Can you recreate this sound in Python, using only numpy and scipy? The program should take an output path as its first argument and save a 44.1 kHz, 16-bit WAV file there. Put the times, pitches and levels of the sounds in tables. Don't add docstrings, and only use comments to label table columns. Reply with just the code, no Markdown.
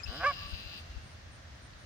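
import sys
import numpy as np
from scipy import signal
from scipy.fft import rfft, irfft
from scipy.io import wavfile

SR = 44100
rng = np.random.default_rng(int(sys.argv[2]) if len(sys.argv) > 2 else 0)


def int16_out(signal):
    q = np.round(np.clip(np.atleast_2d(signal).T, -1, 1) * 32767)
    wavfile.write(sys.argv[1], SR, q.astype(np.int16))


N = 81585
T = np.arange(N) / SR
PARK_T60_S, FOLIAGE_T60_S = 2.06, .043
CUTOFF_HZ = 15800


def from_db(db):
    return 10 ** (np.asarray(db) / 20)


def unit_rms(x):
    return x / np.sqrt(np.mean(x ** 2) + 1e-20)


def automation(rows, position=T):
    points, *columns = np.transpose(rows)
    return [np.interp(position, points, column) for column in columns]


def eq_db(curve, hz):
    points_hz, db = np.transpose(curve)
    return np.interp(np.log(np.maximum(hz, 1)), np.log(points_hz), db)


def gate(start_s, length_s, fade_s):
    inside_s = np.minimum(T - start_s, start_s + length_s - T)
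    return np.sin(np.pi / 2 * np.clip(inside_s / fade_s, 0, 1)) ** 2


def during(rows):
    return gate(rows[0][0], rows[-1][0] - rows[0][0], fade_s=.002)


def drift(rate_hz):
    hz = np.arange(N + 1) * SR / (2 * N)
    return unit_rms(irfft(rfft(rng.standard_normal(2 * N)) / (1 + (hz / rate_hz) ** 2))[:N])


def noise(eq, correlation=0):
    hz = np.arange(N + 1) * SR / (2 * N)
    white = rfft(rng.standard_normal((2, 2 * N)))
    mid, side = irfft(white * from_db(eq_db(eq, hz)))[:, :N]
    return unit_rms(np.sqrt(1 + correlation) * mid + np.sqrt(1 - correlation) * side * [[1], [-1]])


def sine(hz):
    return np.sqrt(2) * np.sin(2 * np.pi * np.cumsum(hz) / SR)


def pan(x, db, lag_s=0):
    return np.array([np.interp(T - lag_s, T, x) * from_db(db / 2), x * from_db(-db / 2)])


def resonate(x, hz, width_hz):
    radius = np.exp(-np.pi * width_hz / SR)
    feedback = [1, -2 * radius * np.cos(2 * np.pi * hz / SR), radius ** 2]
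    return signal.lfilter(np.array([1, 0, -1]) * (1 - radius ** 2) / 2, feedback, x)


def reverb(x, t60_s):
    tail = rng.standard_normal((2, N)) * from_db(-60 * T / t60_s)
    tail /= np.sqrt(np.sum(tail ** 2, axis=1, keepdims=True))
    return signal.fftconvolve(np.atleast_2d(x), tail, axes=1)[:, :N]


def traffic():
    # frequency_hz, gain_db
    eq = [(20, -27), (40, -11), (60, -6.5), (82, -1.5), (110, -9.5), (170, -17.5), (260, -21), (380, -28.5),
          (600, -52), (1500, -84)]
    # time_s, level_db
    fader = [(0, -52.5), (.25, -47.5), (.7, -50.5), (.92, -50.5), (1.05, -50.5), (1.3, -53), (1.85, -51.5)]
    level_db, = automation(fader)
    return from_db(level_db) * noise(eq, correlation=.89)


def open_air():
    # frequency_hz, gain_db
    eq = [(150, -25.5), (380, -4), (620, 3.5), (900, -2), (1800, 2), (2450, -5), (4000, -5.5), (6200, -9),
          (8000, -21), (9300, -19.5), (10400, -31.5), (16000, -30.5)]
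    # time_s, level_db
    fader = [(0, -51.5), (.9, -54), (1.25, -56), (1.6, -55.5), (1.85, -55.5)]
    level_db, = automation(fader)
    return from_db(level_db) * noise(eq, correlation=.017)


def air_puffs():
    # centre_s, left_level_db, right_cut_db
    bumps = [(0.064, -36, 22), (.096, -28, 28), (.465, -39, 11), (0.537, -27.5, 25), (0.664, -35.5, 23),
             (.907, -38.5, 0), (0.972, -29.5, 30)]
    swing_hz, width_s = 59, .0071
    out = 0
    for centre_s, db, right_cut_db in bumps:
        t = T - centre_s
        swing = np.sin(2 * np.pi * swing_hz * t) / np.cosh(np.clip(t / width_s, -20, 20))
        out += swing * from_db([[db], [db - right_cut_db]])
    return out


def insects():
    # start_s, length_s, pitch_hz, level_db
    chirps = [(0.11, .07, 8880, -72.5), (0.457, 0.08, 8860, -72), (0.546, .085, 9270, -77.5),
              (.755, 0.076, 8830, -73.5), (1.018, 0.088, 8900, -75), (1.083, 0.075, 9170, -76),
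              (1.304, 0.079, 8830, -72), (1.535, .06, 9350, -84), (1.607, 0.08, 8900, -73),
              (1.775, .08, 9130, -76.5)]
    strokes_per_s, sag_hz, wobble_hz = 131, 600, 90
    out = 0
    for start_s, length_s, hz, db in chirps:
        stroke = (T - start_s) * strokes_per_s % 1
        tone = sine(hz - sag_hz * (stroke - .5) + wobble_hz * drift(370))
        tremolo = unit_rms(np.sin(np.pi * stroke) ** 2)
        out += from_db(db) * tone * tremolo * gate(start_s, length_s, fade_s=.022)
    direct = pan(out, db=-14.5)
    return direct + from_db(-11) * reverb(direct, t60_s=.5)


def bird_whistles():
    # start_s, length_s, from_hz, held_hz, level_db, pan_db
    notes = [(-.02, 0.034, 2480, 2485, -54.5, 19.5), (0.031, 0.022, 3900, 5133, -43.5, 13.5),
             (.057, 0.016, 3400, 2610, -49, 12.5)]
    glide_s, overtone_db = .002, -30
    out = 0
    for start_s, length_s, from_hz, held_hz, db, pan_db in notes:
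        hz = held_hz + (from_hz - held_hz) * np.exp(-np.maximum(T - start_s, 0) / glide_s)
        tone = sine(hz) + from_db(overtone_db) * (sine(2 * hz) + sine(3 * hz))
        out += pan(tone * from_db(db) * gate(start_s, length_s, fade_s=.0051), pan_db)
    return out


def thin_bird_note():
    # time_s, pitch_hz, level_db
    contour = [(0, 7480, -66), (.04, 7100, -69), (.08, 6600, -78), (.11, 6600, -108)]
    hz, db = automation(contour)
    return sine(hz) * from_db(db) * during(contour)


def bird_trill():
    # time_s, sweeps_per_s, level_db, low_hz, top_hz
    contour = [(.06, 104, -59, 2783, 5180), (.075, 98, -50, 2819, 5300), (.16, 102, -50, 2943, 5450),
               (.3, 97.4, -48, 2698, 5408), (.46, 95.6, -50, 2627, 5334), (.65, 95.2, -50, 2588, 5270),
               (.79, 82, -49.5, 2596, 5226), (.818, 92, -74, 2560, 5070)]
    # cycle_fraction, pitch_fraction (low to top), gain_db, pan_db
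    sweep = [(0, 0.95, -14.5, 5.5), (.1, .85, -1, 12.5), (.19, .66, 5.5, 6.5), (.25, .44, -3, 6.5),
             (.42, .25, -3, -1.5), (.52, .1, -1, 3.5), (.84, 0, 1.5, 10), (1, 0, -18, 3)]
    # frequency_hz, gain_db
    sizzle_eq = [(5500, -7), (7000, -11), (8000, -15), (10700, -13), (12000, -3), (13800, -0.5),
                 (16000, -9.5)]
    jitter, shimmer_db = .01445, 1.66
    sizzle_db, sizzle_pan_db = -21, -9
    rate, db, low_hz, top_hz = automation(contour)
    height, sweep_db, pan_db = automation(sweep, np.cumsum(rate) / SR % 1)
    envelope = from_db(db + sweep_db + shimmer_db * drift(40)) * during(contour)
    hz = (low_hz + height * (top_hz - low_hz)) * (1 + jitter * drift(80))
    buzz = pan(envelope * sine(hz), pan_db, lag_s=-.00015)
    sizzle_gains = from_db(sizzle_db + np.array([[.5], [-.5]]) * sizzle_pan_db)
    return buzz, envelope * noise(sizzle_eq) * sizzle_gains


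def songbirds():
    buzz, sizzle = bird_trill()
    trill = buzz + sizzle
    song = bird_whistles() + thin_bird_note() + trill + reverb(trill, FOLIAGE_T60_S)
    return song + from_db(-10) * reverb(song, PARK_T60_S) + from_db(-14.5) * reverb(sizzle, t60_s=.6)


def webbed_feet():
    # start_s, level_db, lowpass_hz, decay_s
    footfalls = [(.914, -52, 8000, .003), (.976, -56, 12000, .0015), (1.705, -51, 4200, .0015),
                 (1.735, -46, 4000, .0018)]
    # frequency_hz, gain_db
    grit_eq = [(200, -4), (1200, -2), (4500, 1), (8000, -9), (16000, -20)]
    grit = noise(grit_eq, correlation=.6)
    out = 0
    for start_s, db, lowpass_hz, decay_s in footfalls:
        tick = grit * from_db(db) * (T >= start_s) * np.exp(-np.abs(T - start_s) / decay_s)
        out += signal.sosfilt(signal.butter(4, lowpass_hz, fs=SR, output="sos"), tick)
    return out


def grunt():
    # time_s, pulses_per_s, level_db
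    contour = [(.07, 93, -56), (.125, 120, -49), (.16, 139, -47), (.19, 158, -51), (.212, 166, -37.5),
               (.23, 189, -37.5), (.234, 194, -28.5), (.246, 192, -38), (.285, 196, -53.5),
               (.316, 176, -42.5), (.335, 165, -55)]
    # centre_hz, stage_width_hz, gain_db
    modes = [(686, 161, 2.5), (1145, 113, 2), (1502, 346, 0.5), (2380, 200, -10)]
    # time_s, level_db
    hum_fader = [(.08, -67), (.12, -54.5), (.2, -53), (.235, -70)]
    hum_harmonics = [-2, -0.5, -8.5, -1.5]
    jitter, break_s = .008, .2328
    rate, db = automation(contour)
    cycles = np.cumsum(rate * (1 + jitter * drift(60))) / SR
    cycles -= np.interp(break_s, T, cycles)
    pulses = np.diff(np.floor(cycles), prepend=np.floor(cycles[0]))
    breath = .025 * rng.standard_normal(N) * np.exp(-3 * (cycles % 1))
    throat = sum(from_db(gain_db) * resonate(resonate(pulses + breath, hz, width_hz), hz, width_hz)
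                 for hz, width_hz, gain_db in modes)
    rattle = unit_rms(throat / np.sqrt(rate)) * from_db(db) * during(contour)
    hum_db, = automation(hum_fader)
    partials = sum(from_db(gain_db) * np.sin(2 * np.pi * k * cycles)
                   for k, gain_db in enumerate(hum_harmonics, 1))
    return rattle + np.sqrt(2) * partials * from_db(hum_db) * during(hum_fader)


def honk():
    # time_s, pitch_hz, level_db
    contour = [(.234, 525, -47), (.242, 527.4, -29), (.250, 524.6, -25.5), (.259, 553.5, -27),
               (.267, 585.5, -23.5), (.287, 577.7, -27), (.305, 566, -32.5), (.312, 549, -35),
               (.319, 542, -49.5)]
    # time_s, centre_hz
    beak = [(.24, 1560), (.257, 1600), (.264, 1200), (.305, 1170), (.318, 1300)]
    # frequency_hz, gain_db
    throat_eq = [(540, 2.5), (1100, 6), (1650, 3.5), (2300, 1.5), (2850, -7.5), (3450, -23), (4600, -35),
                 (6500, -34), (9000, -41)]
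    # frequency_hz, gain_db
    rasp_eq = [(1000, -29), (2500, 2.5), (6500, -5), (9000, -11), (14000, -22)]
    beak_boost_db, beak_width_hz = 9.5, 150
    jitter, shimmer_db, rasp_db = .0059, .12, -27.5
    hz, db = automation(contour)
    beak_hz, = automation(beak)
    hz *= 1 + jitter * drift(150)
    phase = 2 * np.pi * np.cumsum(hz) / SR
    harmonic = np.arange(1, 19)[:, None]
    beak_db = beak_boost_db * np.exp(-.5 * ((harmonic * hz - beak_hz) / beak_width_hz) ** 2)
    gains = from_db(eq_db(throat_eq, harmonic * hz) + beak_db)
    smear = np.pi * harmonic ** 2 / 5
    tone = np.sum(gains * np.cos(harmonic * phase + smear), axis=0)
    tone /= np.sqrt(np.sum(gains ** 2, axis=0) / 2)
    rasp = from_db(rasp_db) * noise(rasp_eq)[0] * (1 + np.cos(phase))
    return (tone + rasp) * from_db(db + shimmer_db * drift(120)) * during(contour)


def goose():
    # delay_s, send_db
    taps = [(0.014, -18), (0.109, -24), (.15, -22), (0.189, -26.5)]
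    call = grunt() + honk()
    echoes = sum(from_db(db) * np.interp(T - delay_s, T, call) for delay_s, db in taps)
    echoes = resonate(echoes, hz=1650, width_hz=1900)
    direct = pan(call, db=-2.2, lag_s=.00005)
    return direct + reverb(echoes, FOLIAGE_T60_S) + from_db(-26) * reverb(call, PARK_T60_S)


def scene():
    return goose() + songbirds() + insects() + webbed_feet() + air_puffs() + traffic() + open_air()


def record(dry):
    return signal.sosfilt(signal.ellip(12, .1, 80, CUTOFF_HZ, fs=SR, output="sos"), dry)


dry = scene()
out = record(dry)
int16_out(out)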